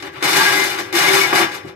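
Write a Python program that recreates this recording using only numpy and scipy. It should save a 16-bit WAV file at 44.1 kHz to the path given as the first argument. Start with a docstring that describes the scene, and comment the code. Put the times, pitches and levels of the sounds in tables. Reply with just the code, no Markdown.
"""Steel lid dragged over its box

A sheet-steel lid is dragged over the rim of its metal box in two long shoves, then drops into its seat.
Stick-slip friction, thousands of slips a second, drives the panels into clattering, booming vibration;
now and then the friction locks onto one panel mode and it squeals. A faint workshop rumble lies below."""
import sys
import numpy as np
from scipy import signal
from scipy.io import wavfile
from scipy.ndimage import uniform_filter1d

SR = 44100
rng = np.random.default_rng(int(sys.argv[2]) if len(sys.argv) > 2 else 0)


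def waveform_to_disk(signal):
    """Save audio, clipped to [-1, 1], as 16-bit WAV at the path in sys.argv[1]."""
    frames = np.transpose(np.atleast_2d(signal))
    scaled = np.clip(frames, -1, 1) * 32767
    samples = np.round(scaled).astype(np.int16)
    wavfile.write(sys.argv[1], SR, samples)


N = 77175
T = np.arange(N) / SR

# friction of the edge on the rim: time_s, force_db, extra_treble_db
RUBBING = [(0, -29.5, -14), (0.019, -44, 2), (.045, -29, -9), (0.073, -29.5, -7), (0.106, -46.5, -22),
           (.125, -44.5, -1), (0.148, -29.5, -17), (.19, -37.5, -6.5), (0.22, -26, -11), (.236, -15.5, 1),
           (0.312, -16, 1.5), (.375, -13, 1.5), (.48, -16, 0), (.53, -18.5, 1.5), (0.628, -18, 2.5),
           (.68, -23, 0), (0.719, -23, 1), (.77, -25.5, -7.5), (.797, -21.5, 1.5), (.825, -34, -0.5),
           (0.918, -36, -13.5), (0.938, -18, 0.5), (.97, -15, 3.5), (1.035, -15.5, -1), (1.11, -12.5, 0.5),
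           (1.211, -16.5, 3), (1.261, -18.5, -2.5), (1.322, -20.5, -3.5), (1.36, -13.5, 1),
           (1.426, -16, -2.5), (1.46, -26.5, -4.5), (1.509, -30.5, -8), (1.548, -27.5, 0), (1.594, -37, -5),
           (1.62, -42.5, -10), (1.691, -39.5, -4.5), (1.75, -55, -18)]
# bumps of the lid against the box: start_s, strength_db, cutoff_hz
IMPACTS = [(.001, -8, 6000), (.025, -0.5, 8600), (0.2259, 11.5, 9300), (0.366, 17, 1000),
           (0.787, 4.5, 6950), (.795, 10, 390), (.927, 5.5, 14100), (0.949, 9, 465), (1.328, 21.5, 1600),
           (1.336, 16, 800), (1.379, 15, 2465), (1.402, 16.5, 1200), (1.5185, -1.5, 9000), (1.648, 15, 280),
           (1.683, -8.5, 5100)]
# strong modes of lid and box: pitch_hz, level_db, t60_s, left_minus_right_db, left_lead_rad
PANEL_MODES = [(300.4, -24, 0.073, 39, 5), (345.3, -15, 0.19, 6.5, -0.1), (382.7, -13.5, 0.23, 3, 1.31),
               (497.6, -29.5, 1.4, 10, -0.1), (796.7, -23, 0.48, -1, 1.94), (829.7, -14, 0.17, -1.5, -0.23),
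               (1004, -17.5, 0.27, 2, -.7), (1154, -13, 0.22, -5, -2.1), (1362, -28, 0.47, 24, 7.9),
               (1443, -13.5, 0.1, -1, -0.9), (1583, -19.5, 0.42, 9, -1.7), (1640, -13, .35, 1.5, -0.95),
               (1545, -40.5, 1.2, 20, -1.5), (1807, -14.5, 0.28, 2, -2.5), (1985, -15, 0.28, 15, 0),
               (2079, -12, 0.083, 16, -1.67), (2210, -13.5, 0.12, 28, 2), (2402, -14.5, .15, 24, -4.1),
               (2502, -19.5, 0.22, -1, 4.7), (2916, -17, 0.18, 7, -1.5), (3133, -24, 0.26, 6, 6.7),
               (3567, -13.5, 0.14, 11, -1.6), (4110, -18, 0.12, -6.5, -3.5), (4650, -20.5, 0.18, 19, 1),
               (5160, -21, 0.37, 7, 1.5), (6270, -22, 0.26, 15, 2.2), (7345, -25.5, .02, -6, 1.1),
               (9830, -26, 0.039, 5, 9), (10600, -18, 0.033, 7, 3.5), (11700, -22, .015, -19, 5)]
# friction locking onto a mode: start_s, length_s, pitch_hz, level_db
MODE_LOCKS = [(0.29, 0.33, 1630, -18.5), (0.366, 0.096, 890, -22), (0.44, 0.058, 2079, -19),
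              (0.5, 0.19, 2079, -20), (0.55, .07, 1998, -22.5), (0.45, 0.21, 386, -27.5),
              (.93, 0.058, 350, -19), (1.38, 0.095, 340, -24.5), (.98, 0.19, 2076, -20.5),
              (1.073, 0.036, 2228, -16), (1.055, 0.173, 386, -22), (1.22, 0.046, 2222, -15.5),
              (1.204, 0.035, 2228, -16.5)]
# relative spectral density of the sheet's countless weak modes: frequency_hz, density_db
SHEET_SPECTRUM = [(40, -41), (100, -20), (175, -2), (240, -21.5), (320, -3), (480, -16), (640, -2.5),
                  (820, -4.5), (1100, -0.5), (1500, 0), (2200, -0.5), (3200, -6.5), (4200, -5), (5200, -7),
                  (7000, -12.5), (9000, -15.5), (11500, -14), (13500, -16.5), (15500, -34)]
# direction in which the weak modes radiate: frequency_hz, left_minus_right_db
SHEET_BALANCE = [(60, 3), (300, 3.5), (600, -5.5), (1100, 6.5), (1500, 30), (2200, 30), (3100, 10),
                 (4200, 0.5), (7000, -2), (9300, 5.5), (12000, 2)]
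# likeness of their sound at left and right: frequency_hz, correlation
SHEET_CORRELATION = [(300, .95), (900, 0.55), (1500, 1), (3000, 0.47), (4200, -0.32), (7500, 0.19),
                     (9200, -0.37), (13000, 0.12)]

CONTACT_SPOTS, SLIPS_PER_S, SLIP_SPREAD_DB = 2, 2200, 3   # slip rate per spot and band
BOOM_BAND_HZ, TREBLE_HZ = (270, 559), 3450
FULL_FORCE_DB, BOOM_SLOPE = -17.5, 0.54   # light rubbing keeps more of its bass
SHEET_T60_S, SHEET_T60_EXPONENT = 0.17, -0.11   # ring time at 1 kHz, and its power law in frequency
CRACK_DB, CRACK_S = 1.5, 0.0053   # each contact starts with a short crack above the ring


def from_db(db):
    """Amplitude grows tenfold for every 20 dB."""
    return 10 ** (np.asarray(db) / 20)


def unit_rms(x):
    """Normalisation to a mean power of 1."""
    return x / np.sqrt(np.mean(x ** 2) + 1e-20)


def at_hz(table, hz):
    """Interpolation on a log-frequency axis."""
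    freqs, values = np.transpose(table)
    return np.interp(np.log(hz), np.log(freqs), values)


def butter(x, hz, kind, order=2):
    """Causal Butterworth filtering, maximally flat in the passband."""
    sections = signal.butter(order, np.clip(hz, 10, .45 * SR), kind, fs=SR, output="sos")
    return signal.sosfilt(sections, x + 1e-18)


def drift(cutoff_hz):
    """Low-passed noise wanders smoothly, with rms 1."""
    return unit_rms(butter(rng.standard_normal(2 * N), cutoff_hz, "low")[N:])


def radiate(swing, pan_db, lead_rad):
    """A vibration reaches left and right with a difference of level and phase."""
    gains = unit_rms(from_db(np.array([pan_db, -pan_db]) / 2))
    phasors = np.exp(.5j * np.array([lead_rad, -lead_rad]))
    return np.sqrt(2) * np.real(np.outer(gains * phasors, swing))


def contact_pressure(judder_db=1.0, grit_db=2.2):
    """Friction follows pressure: the force judders, and its treble comes in gritty surges."""
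    time_s, force_db, treble_db = np.transpose(RUBBING)
    return (np.interp(T, time_s, force_db) + judder_db * drift(cutoff_hz=59),
            np.interp(T, time_s, treble_db) + grit_db * drift(cutoff_hz=165))


def stick_slip(force_db, treble_db):
    """Stick-slip friction at one spot is a dense train of uneven impulses, scaled by the force."""
    sizes = from_db(SLIP_SPREAD_DB * rng.standard_normal((3, N))) * rng.choice([-1, 1], (3, N))
    slipping = rng.random((3, N)) < SLIPS_PER_S / SR
    low, mid, high = unit_rms(sizes * slipping)
    boom_db = FULL_FORCE_DB + BOOM_SLOPE * (force_db - FULL_FORCE_DB)
    boom = butter(low, BOOM_BAND_HZ, "band", order=3) * from_db(boom_db)
    notched = butter(mid, BOOM_BAND_HZ, "stop", order=3)
    middle = butter(notched, TREBLE_HZ, "low", order=3) * from_db(force_db)
    treble = butter(high, TREBLE_HZ, "high", order=3) * from_db(force_db + treble_db)
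    return boom + middle + treble


def impacts():
    """An impact is one pulse of force; the softer the contact, the lower its cutoff."""
    return sum(from_db(db) * butter(signal.unit_impulse(N, int(start_s * SR)), cutoff_hz, "low")
               for start_s, db, cutoff_hz in IMPACTS)


def sheet_clatter(force):
    """Modal overlap: weak modes merge into a dense ring, each third octave decaying at its own rate."""
    t, ring = T[:SR // 2], 0
    crack = 1 + from_db(CRACK_DB) * np.exp(-t / CRACK_S)
    edges_hz = 35 * 2 ** (np.arange(28) / 3)
    for low, high in zip(edges_hz, edges_hz[1:]):
        hz = np.sqrt(low * high)
        t60_s = SHEET_T60_S * (hz / 1000) ** SHEET_T60_EXPONENT
        burst = rng.standard_normal((2, len(t))) * crack * np.exp(-np.log(1000) * t / t60_s)
        mid, side = map(unit_rms, butter(burst, [low, high], "band", order=3))
        correlation = at_hz(SHEET_CORRELATION, hz)
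        pair = np.sqrt(1 + correlation) * mid + np.sqrt(1 - correlation) * side * [[1], [-1]]
        pan = unit_rms(from_db(at_hz(SHEET_BALANCE, hz) * np.array([[.5], [-.5]])))
        ring += from_db(at_hz(SHEET_SPECTRUM, hz)) * np.sqrt(high - low) * pan * pair
    response = unit_rms(ring) / np.sqrt(len(t))   # unit energy
    return signal.fftconvolve(force[None], response, axes=1)[:, :N]


def panel_resonance(force, evenness=0.77, averaging_s=0.094):
    """Forced resonance: the edge damps a mode that swings wide and feeds one that falls behind."""
    out, window = 0, int(averaging_s * SR)
    for hz, db, t60_s, pan_db, lead_rad in PANEL_MODES:
        radius = np.exp(-np.log(1000) / (t60_s * SR))
        pole, loss = radius * np.exp(2j * np.pi * hz / SR), 1 - radius ** 2
        swing = signal.lfilter([np.sqrt(loss)], [1, -pole], force)
        # the force in the surrounding octave sets the power that the mode is held near
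        drive = butter(force, [hz / np.sqrt(2), hz * np.sqrt(2)], "band")
        fed_power = signal.lfilter([loss], [1, -radius ** 2], drive ** 2) * SR / (hz * np.sqrt(2))
        steady_power = np.abs(uniform_filter1d(fed_power, window))
        swing_power = np.abs(uniform_filter1d(np.abs(swing) ** 2, window))
        steadying = (steady_power / (swing_power + 1e-12)) ** (evenness / 2)
        out += from_db(db) * radiate(swing * steadying, pan_db, lead_rad)
    return out


def workshop_rumble(level_db=-49, band_hz=(86, 152)):
    """The room's background is stationary noise in a low band."""
    return from_db(level_db) * unit_rms(butter(rng.standard_normal(2 * N), band_hz, "band")[N:])


def squeals(waver_hz=5.07, roughness_db=2):
    """Self-excited vibration: a locked mode swells and fades, heard from the nearest mode's direction."""
    out = 0
    for start_s, length_s, hz, db in MODE_LOCKS:
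        pan_db, lead_rad = min(PANEL_MODES, key=lambda mode: abs(mode[0] - hz))[-2:]
        swell = np.sin(np.pi * np.clip((T - start_s) / length_s, 0, 1))
        phase = 2 * np.pi * np.cumsum(hz + waver_hz * drift(cutoff_hz=31.5)) / SR
        amplitude = swell * from_db(db - roughness_db * drift(cutoff_hz=72))
        out += radiate(amplitude * np.exp(1j * phase), pan_db, lead_rad)
    return out


def scene(sheet_db=-2.5, modes_db=0.4):
    """Superposition: rubs and bumps drive the same panels; each spot wakes its own mix of weak modes."""
    force_db, treble_db = contact_pressure()
    rubs = [stick_slip(force_db, treble_db) for _ in range(CONTACT_SPOTS)]
    bumps = impacts()
    share = 1 / np.sqrt(CONTACT_SPOTS)   # independent spots add in power
    clatter = share * sum(sheet_clatter(rub + bumps) for rub in rubs)
    ringing = panel_resonance(share * sum(rubs) + bumps)
    return from_db(sheet_db) * clatter + from_db(modes_db) * ringing + squeals() + workshop_rumble()


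def record(dry, cutoff_hz=15700):
    """Soft saturation rounds the highest peaks, and a steep low-pass cuts the top."""
    rounded = dry / (1 + dry ** 6) ** (1 / 6)
    return signal.sosfilt(signal.ellip(10, .2, 80, cutoff_hz, fs=SR, output="sos"), rounded)


dry = scene()
out = record(dry)
waveform_to_disk(out)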